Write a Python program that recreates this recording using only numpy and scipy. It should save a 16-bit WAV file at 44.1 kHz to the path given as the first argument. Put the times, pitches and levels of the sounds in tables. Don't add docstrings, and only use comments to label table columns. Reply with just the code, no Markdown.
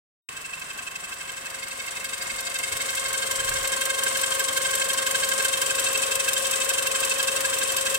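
import sys
import numpy as np
from scipy import signal
from scipy.fft import rfft, irfft, next_fast_len
from scipy.io import wavfile
from scipy.ndimage import map_coordinates

SR = 44100
rng = np.random.default_rng(int(sys.argv[2]) if len(sys.argv) > 2 else 0)


def inscribe(sig):
    pcm = np.round(np.clip(np.atleast_2d(sig).T, -1, 1) * 32767)
    wavfile.write(sys.argv[1], SR, pcm.astype(np.int16))


N = 351918
TIME = np.arange(N) / SR

# (injector [dB], valve [dB])
CYLINDER_TICKS = [(-3.5, -0.5), (0.5, -4.5), (-7, 4.5), (-9, 1)]
# (frequency [Hz], level [dB])
INJECTOR_COLOUR = [(800, -22), (2500, 2), (5000, 1.5), (7000, 5), (8600, 11), (11000, -2), (13200, 4.5),
                   (16000, -9)]
# (frequency [Hz], level [dB])
VALVE_COLOUR = [(800, -19), (3000, -3.5), (5500, -2.5), (6900, 1), (7600, 4.5), (8900, 8), (10500, -11.5),
                (13500, -34), (16000, -19)]
# (frequency [Hz], level [dB])
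HISS_COLOUR = [(1000, -61), (2500, 1), (4500, -6.5), (6800, -3), (7600, -1.5), (9000, 4.5), (10300, -8),
               (11500, -8.5), (13500, -8.5), (16000, -14)]
# (time [s], gain [dB])
HUM_GAIN = [(.3, -72), (.8, -69), (1.35, -53.5), (2.3, -50), (3.4, -40), (4.7, -37), (7.9, -36.5)]
# (frequency [Hz], level [dB])
BREATH_COLOUR = [(250, -28), (400, -4.5), (440, 6), (520, 3), (585, -1), (650, -52), (1500, -58)]
# (pitch [Hz], gain at spot 0 [dB], at spot 1 [dB], at spot 2 [dB],
# at spot 3 [dB], swell at each rub [dB], left over right [dB])
SQUEAL_TONES = [(1594, 0, -1.5, 3.2, -1, 10.5, -5), (2140, -9, 1.5, -1.5, -12, 10, -11),
                (2624, 5.5, -0.5, -5.5, 1, 12.5, -4), (3138, -5, -7, 0, -1, 14, -2),
                (3708, -24, -5, -9, -7.5, 11, 9), (4263, -23, -13, -9, -16, 8, 3),
                (4680, -16, -5.5, -16, -19, 12, 13)]
# (frequency [Hz], level [dB])
SCRAPE_COLOUR = [(700, -52), (1500, 4.5), (2400, -4), (3500, 4.5), (4700, 4.5), (5800, 4.5), (6900, 2.5),
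                 (8000, 11.5), (9500, -2), (11500, -10), (16000, -9)]
# (frequency [Hz], level [dB])
BLOCK_COLOUR = [(30, -24), (80, -7), (160, -10), (260, -1), (340, -4.5), (440, 1), (630, 1), (880, -0.5),
                (1020, 7), (1350, 6.5), (1800, 5.5), (2300, 4), (4000, -5), (9000, -20)]
THROB_LEVELS = [-73, -63, -65.5, -59.5, -64.5, -62, -67.5]
# (frequency [Hz], level [dB])
DRONE_COLOUR = [(25, -2), (70, -18), (115, -7), (160, 9), (250, -1.5), (380, -15), (700, -14)]
# (time [s], peak level [dB], half length [s])
AIR_PUFFS = [(2.38, -58, .09), (2.743, -50, 0.055), (3.07, -56, 0.12), (3.52, -43.5, 0.15)]
# (frequency [Hz], level [dB])
PUFF_COLOUR = [(15, -6), (35, 6.5), (80, -1), (150, -4), (300, -43), (900, -73)]
# (frequency [Hz], width [Hz], lift [dB])
COVER_RESONANCES = [(702, 30, 8), (1236, 30, 4), (1295, 70, -5), (2000, 20, 4), (2400, 220, -3.5),
                    (3170, 130, 3), (3480, 120, -2), (3700, 140, 2), (4450, 130, -3), (5700, 120, 3),
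                    (7480, 130, 6), (7800, 140, 4.5)]
# (frequency [Hz], likeness [0 to 1])
STEREO_LIKENESS = [(60, .97), (160, .93), (330, .55), (600, 0), (2000, 0), (16000, 0)]
# (frequency [Hz], left over right [dB])
STEREO_LEAN = [(150, 1), (400, 1), (700, 3.5), (1100, 3), (2000, -7), (3200, -1.5), (5000, 2), (8200, 6),
               (10500, 7), (13000, -8)]
# (time [s], spot [0 to 3])
MIC_SPOT = [(.9, 0), (1.65, .85), (2.65, 1.1), (3.2, 2), (5.25, 2.3), (5.9, 3)]
# (time [s], distance [m])
MIC_DISTANCE = [(.3, 1.05), (1.4, 0.78), (2.1, 0.48), (2.9, .26), (4.2, .2), (5.2, .18), (7.9, 0.18)]


def ticking(firings, closeness):
    injector_db, valve_db = np.transpose(CYLINDER_TICKS)
    snap = impacts(firings, injector_db, rise_s=.008, fade_s=.034, scatter_db=1)
    clack = impacts(firings, valve_db, rise_s=.014, fade_s=.06, scatter_db=1.3)
    injectors = amp(5.5 + 2.2 * closeness) * snap * noise(INJECTOR_COLOUR)
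    valves = amp(.45) * clack * noise(VALVE_COLOUR)
    hiss = amp(-3 + .51 * wobble(350) + 1.8 * wobble(70)) * noise(HISS_COLOUR)
    return injectors + valves + hiss


def impacts(firings, cylinder_db, rise_s, fade_s, scatter_db, early_firings=.14):
    count = np.arange(1, int(firings[-1]) + 1)
    time_luck, size_luck = rng.standard_normal((len(count), 2)).T
    times = np.interp(count - early_firings, firings, TIME, right=TIME[-1]) + .00067 * time_luck
    sizes = amp(cylinder_db[count % len(cylinder_db)] + scatter_db * size_luck)
    hits = np.bincount(np.clip(times * SR, 0, N - 1).astype(int), sizes, N)
    t = TIME[:SR // 10]
    ring = (1 - np.exp(-t / rise_s)) * np.exp(-np.log(1000) * t / fade_s)
    return signal.fftconvolve(hits, ring / ring.max())[:N]


def pulley(turns, spot, closeness, hum_db, rasp_db):
    note, octave = hum(turns, closeness)
    octave = octave * amp(np.interp(spot, range(4), [-3.5, -7, -.5, -3]))
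    force = amp(.36 * wobble(22) - 3.28 * np.cos(2 * np.pi * turns))
    rasp = squeal(turns, spot) + scrape(turns)
    return amp(hum_db) * note + amp(rasp_db) * (octave + force * rasp)


def hum(turns, closeness, pitch_hz=536.2, sag_rad=.38):
    rub_angle = 4 * np.pi * turns
    phase = 2 * np.pi * pitch_hz * TIME - sag_rad * np.sin(rub_angle)
    phase += .11 * wobble(14) + .055 * wobble(150)
    stereo_phase = split(1.56)
    strength = amp(4 - 1.9 * np.cos(rub_angle) + .8 * wobble(29))
    note = strength * np.sin(phase + stereo_phase) * pan(8.7)
    breath = amp(-9.5 + 1.4 * closeness) * noise(BREATH_COLOUR)
    flutter = amp(1.1 * np.cos(rub_angle) + 2.2 * wobble(110))
    octave = flutter * np.sin(2 * phase + 1.18 * wobble(60) - stereo_phase)
    return note + breath, octave


def squeal(turns, spot, roughness_rad=.33):
    tones = 0
    for hz, *spot_db, swell_db, lean_db in SQUEAL_TONES:
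        level_db = np.interp(spot, range(4), spot_db) + 3.5 + 3.4 * wobble(130)
        stray_hz = .011 * hz * wobble(85)
        phase = 2 * np.pi * (hz * TIME + np.cumsum(stray_hz) / SR)
        phase = phase + roughness_rad * np.array([wobble(240), wobble(240)]) + split(-1.69)
        tones += amp(level_db) * rubbing(turns, swell_db) * np.sin(phase) * pan(lean_db)
    return tones


def scrape(turns, lap_hz=527, feedback=.5):
    grains = amp(4.5 + 1.3 * wobble(600))
    friction = noise(SCRAPE_COLOUR)
    lap = round(SR / lap_hz)
    ringing = sum(feedback ** k * np.roll(friction, k * lap, axis=1) for k in range(4))
    return grains * rubbing(turns, depth_db=14) * unit(ringing)


def rubbing(turns, depth_db):
    return amp(depth_db * (np.cos(4 * np.pi * turns) - 1) / 2)


def engine_block(level_db):
    return amp(level_db + 1.43 * wobble(60)) * noise(BLOCK_COLOUR)


def exhaust_throb(firings, closeness, late_firings=.348):
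    dulling_db = -7 * (1 - closeness)
    phase = 2 * np.pi * (firings - late_firings)
    pulses = sum(amp(db + dulling_db * min(k / 3, 1)) * np.cos((k + 1) * phase)
                 for k, db in enumerate(THROB_LEVELS))
    drone = amp(-56.5 + .6 * wobble(33)) * noise(DRONE_COLOUR)
    return amp(.67 * wobble(8.8)) * pulses + drone


def air_puffs():
    swells = sum(amp(db) * np.exp(-((TIME - peak_s) / half_s) ** 2) for peak_s, db, half_s in AIR_PUFFS)
    return swells * amp(1.8 * wobble(25)) * noise(PUFF_COLOUR)


def crankshaft(idle_hz=11.047, step_hz=.123, step_s=4.1, cut_turns=.345, cut_s=5.445):
    turns = idle_hz * TIME - .125 + step_hz * np.maximum(TIME - step_s, 0)
    return turns + cut_turns * (TIME > cut_s)


def noise(colour):
    size = next_fast_len(N)
    hz = np.fft.rfftfreq(size, 1 / SR)
    covers_db = sum(db / (1 + (2 * (hz - centre) / width) ** 2) for centre, width, db in COVER_RESONANCES)
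    spectra = rfft(rng.standard_normal((2, size))) * amp(look_up(colour, hz) + covers_db)
    spread = np.arccos(look_up(STEREO_LIKENESS, hz)) / 2
    mid, side = spectra * [np.cos(spread), np.sin(spread)]
    left_right = np.array([mid + side, mid - side]) * pan(look_up(STEREO_LEAN, hz))
    return unit(irfft(left_right, size)[:, :N])


def amp(db):
    return 10 ** (np.asarray(db) / 20)


def unit(x):
    return x / np.sqrt(np.mean(x ** 2) + 1e-20)


def look_up(table, hz):
    freqs, values = np.transpose(table)
    return np.interp(np.log(hz + 1), np.log(freqs + 1), values)


def over_time(table):
    return np.interp(TIME, *np.transpose(table))


def wobble(rate):
    return map_coordinates(rng.standard_normal(int(N * rate / SR) + 4), [TIME * rate])


def split(gap):
    return np.array([[.5], [-.5]]) * gap


def pan(lean_db):
    gains = amp(split(lean_db))
    return gains / np.sqrt(np.mean(gains ** 2, axis=0))


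def scene(near_m=.18):
    crank = crankshaft()
    firings = 2 * crank
    pulley_turns = 1.0762 * crank + .21
    spot = over_time(MIC_SPOT)
    closeness = np.minimum(spot / 2, 1)
    doublings = np.log2(over_time(MIC_DISTANCE) / near_m)
    block = engine_block(level_db=-35 - 3 * doublings)
    belt = pulley(pulley_turns, spot, closeness, hum_db=over_time(HUM_GAIN), rasp_db=-34 - 4.5 * doublings)
    ticks = amp(-29.5 - 6 * doublings) * ticking(firings, closeness)
    return ticks + belt + block + exhaust_throb(firings, closeness) + air_puffs()


def record(dry, opens_s=.289, top_hz=15950):
    size = next_fast_len(N + SR // 2)
    passed = np.fft.rfftfreq(size, 1 / SR) < top_hz
    return irfft(rfft(dry * (TIME > opens_s), size) * passed, size)[:, :N]


dry = scene()
out = record(dry)
inscribe(out)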